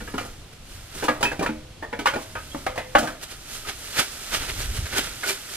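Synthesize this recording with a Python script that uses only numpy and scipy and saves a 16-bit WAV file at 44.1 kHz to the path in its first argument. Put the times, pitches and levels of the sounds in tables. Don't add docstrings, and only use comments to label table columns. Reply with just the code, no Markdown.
import sys
import numpy as np
from scipy import signal
from scipy.fft import rfft, irfft, next_fast_len
from scipy.io import wavfile
from scipy.ndimage import uniform_filter1d

SR = 44100
rng = np.random.default_rng(int(sys.argv[2]) if len(sys.argv) > 2 else 0)


def pcm_store(signal):
    levels = np.round(np.clip(np.atleast_2d(signal), -1, 1) * 32767)
    wavfile.write(sys.argv[1], SR, levels.astype(np.int16).T)


N = 245503


def amp(db):
    return 10 ** (np.asarray(db) / 20)


def evened(x):
    return x / np.sqrt(np.mean(x ** 2) + 1e-20)


def read(points, hz):
    f, value = np.transpose(points)
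    return np.interp(np.log(hz + 1), np.log(f + 1), value)


def level_curve(points):
    start_s, level_db = np.transpose(points)
    return amp(np.interp(np.arange(N) / SR, start_s, level_db))


def coloured(x, db_at):
    size = next_fast_len(x.shape[-1])
    gain = amp(db_at(np.fft.rfftfreq(size, 1 / SR)))
    return irfft(rfft(x, size) * gain, size)[..., :x.shape[-1]]


def wander(shape, width, depth_db):
    return amp(depth_db * evened(uniform_filter1d(rng.standard_normal(shape), width)))


def add(mix, start_s, sound):
    part = mix[:, round(start_s * SR):][:, :sound.shape[1]]
    part += sound[:, :part.shape[1]]


# pitch_hz, shared (0 to 1)
LIKENESS = [(80, 1), (450, 0.92), (700, 0.7), (1150, 0.86), (1300, 1), (2500, 0.63), (5000, 0.57),
            (10000, 0.073), (15000, 0.76)]
# pitch_hz, left_minus_right_db
SHADOW = [(500, 0), (1000, -0.5), (2300, -1.5), (3000, -4), (9300, -3), (9700, 0.5)]
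# left lag in the upper band (s), diffuseness (power of likeness), share of the shadow
FROM_GAP, FROM_BAG, FROM_TREES = (55e-6, .9, .8), (70e-6, 1., 1.13), (15e-6, 3, 0.4)


def ports(pair, direction):
    size = next_fast_len(N)
    lag_s, diffuseness, shade = direction
    hz = np.fft.rfftfreq(size, 1 / SR)
    shared = np.clip(read(LIKENESS, hz), 0, 1 - 1 / 200) ** diffuseness
    first, second = rfft(pair, size)
    stretch = np.interp(hz, [1120, 1280], [4., 1])
    half = amp(shade * read(SHADOW, hz) / 2) * np.exp(-1j * np.pi * hz * lag_s * stretch)
    left = first * half
    right = (shared * first + np.sqrt(1 - shared ** 2) * second) / half
    return irfft(np.array([left, right]), size)[:, :N]


# start_s, level_db
GUSTS = [(0, -41.5), (.9, -45.5), (1.5, -42), (1.8, -45.5), (2.9, -43.5), (3.3, -47.5), (4.3, -48),
         (4.4, -37), (4.84, -32.5), (4.88, -48), (5.0, -37.5), (5.2, -49), (5.57, -48.5)]
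# pitch_hz, density_db (per Hz)
WIND = [(8.8, -35), (15, 3), (54, -1), (109, -4), (204, -17.5), (274, -17), (500, -26), (650, -62),
        (1100, -120)]
# centre_s, peak_db, pitch_hz
THUMPS = [(2.965, -27, 35), (3.993, -27.5, 108), (4.656, -26.5, 60), (4.693, -23.5, 45), (4.712, -23, 60),
          (4.791, -18.5, 87), (4.847, -22, 70)]
# pitch_hz, density_db (per Hz)
HUSH = [(59, -60), (100, -15), (121, -0.5), (214, -6), (457, -9), (742, -8), (879, -12.5), (1430, -13.5),
        (1800, -15), (3120, -12), (10200, -23), (13700, -32), (15500, -72)]
HUSH_DB = -49


def outdoors():
    t = np.arange(N) / SR
    rumble = evened(coloured(rng.standard_normal((2, N)), lambda hz: read(WIND, hz)))
    wind = level_curve(GUSTS) * wander(N, 2000, 2) * rumble
    for centre_s, peak_db, pitch_hz in THUMPS:
        since = t - centre_s
        bell = np.exp(-(2.05 * pitch_hz * since) ** 2)
        wind = wind + amp(peak_db) * np.cos(2 * np.pi * pitch_hz * since) * bell
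    hush = evened(coloured(rng.standard_normal((2, N)), lambda hz: read(HUSH, hz)))
    return ports(wind + amp(HUSH_DB) * hush, FROM_TREES)


def resonate(x, hz, width_hz):
    r = np.exp(-np.pi * width_hz / SR)
    return evened(signal.lfilter([1, 0, -1], [1, -2 * r * np.cos(2 * np.pi * hz / SR), r * r], x))


# start_s, hiss_db
RUSTLE = [(0, -44), (.28, -45.5), (.45, -55.5), (.62, -56), (.72, -42.5), (.88, -49), (1.0, -37),
          (1.2, -48), (1.5, -52), (1.6, -57), (1.9, -62), (2.15, -47), (2.6, -42), (2.8, -51.5),
          (3.05, -40.5), (3.17, -49.5), (3.63, -48.5), (3.85, -35.5), (4.4, -35.5), (5.57, -41)]
# centre_s, level_db, swell_s (time constant), body_db (against hiss)
CRUNCHES = [(.533, -51, .005, 5), (.99, -54.5, 0.043, 13.5), (2.225, -41, 0.016, -6),
            (3.215, -56.5, 0.0026, 14), (3.237, -31, 0.0093, -2), (3.318, -38, 0.021, 2),
            (3.548, -33, 0.062, -4), (3.693, -33, 0.016, 7.5), (3.996, -18.5, 0.017, 4),
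            (4.348, -25, 0.016, 6), (4.43, -44.5, 0.03, 14), (4.501, -43, 0.013, 13.5),
            (4.615, -33, 0.034, 1), (4.771, -34, .017, 2.5), (4.866, -45.5, 0.0099, 13),
            (4.939, -42.5, 0.016, 13), (4.983, -23, 0.016, 4), (5.05, -39, 0.05, 6),
            (5.295, -22, 0.028, -2), (5.56, -33.5, 0.058, -4.5)]
# pitch_hz, density_db (per Hz)
FILM = [(150, -20), (250, -9.5), (420, -10.5), (700, -8.5), (1100, -9.5), (1300, -6), (2300, -7),
        (5500, -9), (10000, -12), (12000, -16), (14200, -19), (15000, -35), (15700, -36)]
# pitch_hz, width_hz, level_db (within the pockets)
POUCH = [(396, 56, -2.5), (1370, 560, -6), (3300, 910, -0.5)]
RUSTLE_BODY_DB, POUCH_DB = -4, -23.5
LINGER = 1.044
SNAPS_PER_S = 12000


def bag():
    t = np.arange(N) / SR
    hiss = level_curve(RUSTLE)
    body = amp(RUSTLE_BODY_DB) * hiss
    for centre_s, level_db, swell_s, body_db in CRUNCHES:
        since = t - centre_s
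        swell = amp(level_db) * np.exp(np.where(since < 0, since, -since / LINGER) / swell_s)
        hiss = hiss + swell
        body = body + swell * amp(body_db)

    strength = amp(2.9 * np.minimum(rng.exponential(1, (2, N)), 5))
    snaps = strength * (rng.random((2, N)) < SNAPS_PER_S / SR) * rng.choice([-1., 1.], (2, N))
    film = evened(coloured(snaps, lambda hz: read(FILM, hz)))
    dull = coloured(film, lambda hz: -10 * np.log10(1 + (hz / 3000) ** 4))
    fine = coloured(film, lambda hz: -10 * np.log10(1 + (8500 / (hz + 1)) ** 8))
    middle = film - dull - fine
    pockets = sum(amp(db) * resonate(dull, hz, width_hz) for hz, width_hz, db in POUCH)

    middle_runs, body_runs, fine_runs = wander((3, N), 250, 0.67)
    crackle = hiss * (middle_runs * middle + fine_runs ** 1.1 * fine)
    thickness = body_runs * body * (dull + amp(POUCH_DB) * pockets)
    return ports(crackle + thickness, FROM_BAG)


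def ring(t, hz, db, t60_s):
    return amp(db - 60 * t / t60_s) * np.sin(2 * np.pi * hz * t + [[0], [np.pi / 2]])


# pitch_hz, density_db (per Hz)
CLATTER = [(47, -41), (80, -25), (155, -16), (230, -3.5), (678, -2), (791, -6), (986, -6), (1710, -3.5),
           (3620, -10.5), (10200, -19.5), (15500, -30)]
# pitch_hz, level_db, t60_s (usual blow)
HOLLOW = [(145, -13.5, 0.13), (231.7, -14, 0.23), (303, -11.5, 0.31), (517.3, -7.5, 0.19),
          (635, -18.5, 0.59), (808, -7, 0.16), (911, -7.5, 0.14), (1090, -10, 0.13), (1268, -6, 0.1),
          (1490, -4, 0.12), (1748, 7, 0.029), (2330, -20, 0.15), (2302, -7.5, 0.15), (2774, -9, 0.04),
          (2970, -10, .1)]
CLATTER_DB, WALLS_DB, RING_DB = -7, -9, -5.5
GAP_DB = -9.5
CLATTER_T60, RING_T60 = 0.13, .15
GAP_T60, TREBLE_T60 = 0.47, 3.2
USUAL_DB, DAMPING = -19, 0.11
HARD_RISE_S, SOFTENING = 0.00094, 0.18


def blow(level_db, thud_db, edge_db, crack_db, pitch_hz):
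    t = np.arange(int(.45 * SR)) / SR
    haste = amp(DAMPING * (level_db - USUAL_DB))
    aged = t * haste

    def low(hz):
        return 1 / (1 + (hz / 500) ** 4)

    def high(hz):
        return 1 / (1 + (3000 / (hz + 1)) ** 4)

    def tilt(hz):
        return thud_db * low(hz) + crack_db * high(hz) + edge_db * (hz > 1250) * (1 - high(hz))

    ripple_db = 6 * rng.standard_normal(size=40)

    def clatter_tone(hz):
        ripple = np.interp(hz / 140, np.arange(len(ripple_db)), ripple_db)
        return read(CLATTER, hz) + tilt(hz) + (1 - high(hz)) * ripple

    noise = evened(coloured(rng.standard_normal((2, len(t))), clatter_tone))
    crack = coloured(noise, lambda hz: 20 * np.log10(high(hz) + 1e-5))
    noise = noise - crack * (1 - amp(-60 * t / TREBLE_T60))
    rebounds = wander(len(t), 180, 1.58)
    gap_tail = amp(GAP_DB - 60 * t / GAP_T60)
    clatter = noise * (rebounds * amp(-60 * aged / CLATTER_T60) + gap_tail)

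    hz, mode_db, mode_t60 = np.transpose(HOLLOW)[:, :, None]
    luck, phase = rng.standard_normal((2, 2, len(hz), 1))
    hz = hz * (1 + 0.0361 * rng.standard_normal(hz.shape))
    mode_level = amp(mode_db + tilt(hz) + 5.16 * luck - 60 * aged / mode_t60)
    walls = (mode_level * np.sin(2 * np.pi * hz * t + 9 * phase)).sum(1)

    parts = amp(CLATTER_DB) * clatter + amp(WALLS_DB) * walls
    parts = parts + ring(t, pitch_hz, RING_DB, RING_T60 / haste)
    rise = 1 - np.exp(-t / (HARD_RISE_S * amp(-SOFTENING * level_db)))
    return amp(level_db) * parts * rise


# start_s, level_db, thud_db (below 500 Hz), edge_db (1250 Hz to about 3 kHz),
# crack_db (above 3 kHz), pitch_hz (of the bottle struck)
BLOWS = [(.004, -31, 12, 3.5, -2, 1440), (0.075, -32, -8, 1, -5, 1700), (.139, -22.5, 8, -5, -6, 419),
         (.179, -20.5, -26, 0.5, -5, 725), (.209, -29, 10, -11, 3.5, 515), (.249, -34, 9, -15, 10, 695),
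         (.95, -31, 5, -24, 8, 390), (1.024, -18.5, 3, -9, -7, 417), (1.038, -22.5, 12, 0, 13, 450),
         (1.082, -11, 3, -3, -11, 498), (1.161, -36, -11, -19, -26, 900), (1.208, -22.5, -4, -18, -4, 522),
         (1.228, -12.5, 0, 1, 4.5, 952), (1.252, -22.5, 4, 8, -9, 413), (1.316, -24.5, 3, -3, -5, 505),
         (1.392, -23.5, 18, 3.5, 10, 228), (1.409, -19, -9, -4, -22, 476),
         (1.425, -18.5, 7.5, -6, 0.5, 509), (1.461, -20.5, -2, 3.5, -3, 957),
         (1.488, -27.5, 16, -3, -12, 518), (1.824, -24.5, -13.5, -14, -19.5, 892),
         (1.927, -21.5, -6, 1, -10, 472), (1.99, -21.5, 4, 3.5, 2.5, 278),
         (2.057, -11, -23, -5.5, -12, 969), (2.069, -17, -4, 10, 7.5, 1200),
         (2.136, -24.5, 10.5, 3.5, 2.5, 564), (2.156, -20.5, 3, -8, -8, 837),
         (2.353, -22.5, -1.5, 3.5, -12, 1246), (2.545, -23, 0.5, -7.5, -18, 562),
         (2.664, -17, -14, -7, -12.5, 788), (2.757, -26.5, -6, -15, -5, 658),
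         (2.777, -19, -10.5, -3.5, -8, 509), (2.951, -5, -6, -0.5, -11, 1126), (2.983, -20, 7, -2, 18, 617),
         (3.029, -19.5, 8, -12, -1, 887), (3.072, -24, 0, 2, 2, 1550), (3.085, -32, 9, 3, -8, 1534),
         (4.925, -29.5, 8, 2, -1, 2190), (5.231, -26, -12, 5, -4, 1480)]
# start_s, pitch_hz, level_db
PINGS = [(.077, 1710, -45), (1.083, 1654, -14), (1.228, 3080, -18), (1.232, 2440, -25), (1.4, 162, -18.5),
         (2.06, 1137, -15), (2.08, 3150, -26), (2.14, 2350, -40), (2.515, 3300, -35.5), (2.955, 807, -7.5),
         (2.991, 297, -21), (3.649, 1253, -33), (4.961, 1499, -22), (4.979, 3070, -21),
         (5.234, 1485, -20.5), (5.235, 2150, -27), (5.288, 2355, -22)]
# pitch_hz, level_db, t60_s
GLASS, CAN, JUG = [(2586, 1, 0.23), (2590, -5.5, .2)], [(510, 0.019, 0.87)], [(391, 0, 0.14)]
# start_s, level_db
GLASS_STRUCK, CAN_STRUCK, JUG_STRUCK = [(1.254, -22)], [(1.5, -43), (2.667, -34), (2.78, -33)], [(4.965, -23.5),
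                                                                                  (5.265, -30),
                                                                                  (5.3, -26.5)]
PING_T60, PING_RISE_S = 0.12, 0.0013


def bottles():
    out = np.zeros((2, N))
    t = np.arange(int(.6 * SR)) / SR
    rise = 1 - np.exp(-t / PING_RISE_S)
    for start_s, *strike in BLOWS:
        add(out, start_s, blow(*strike))
    for start_s, pitch_hz, level_db in PINGS:
        add(out, start_s, rise * ring(t, pitch_hz, level_db, PING_T60))
    for modes, strikes in (GLASS, GLASS_STRUCK), (CAN, CAN_STRUCK), (JUG, JUG_STRUCK):
        for start_s, level_db in strikes:
            add(out, start_s, amp(level_db) * rise * sum(ring(t, *mode) for mode in modes))
    return ports(out, FROM_GAP)


def scene():
    return outdoors() + bag() + bottles()


EDGE_HZ = 15740


def record(dry):
    edge = signal.firwin(1023, EDGE_HZ, window=("kaiser", 9), fs=SR)
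    return signal.oaconvolve(np.clip(dry, -1, 1), edge[None], "same")


dry = scene()
out = record(dry)
pcm_store(out)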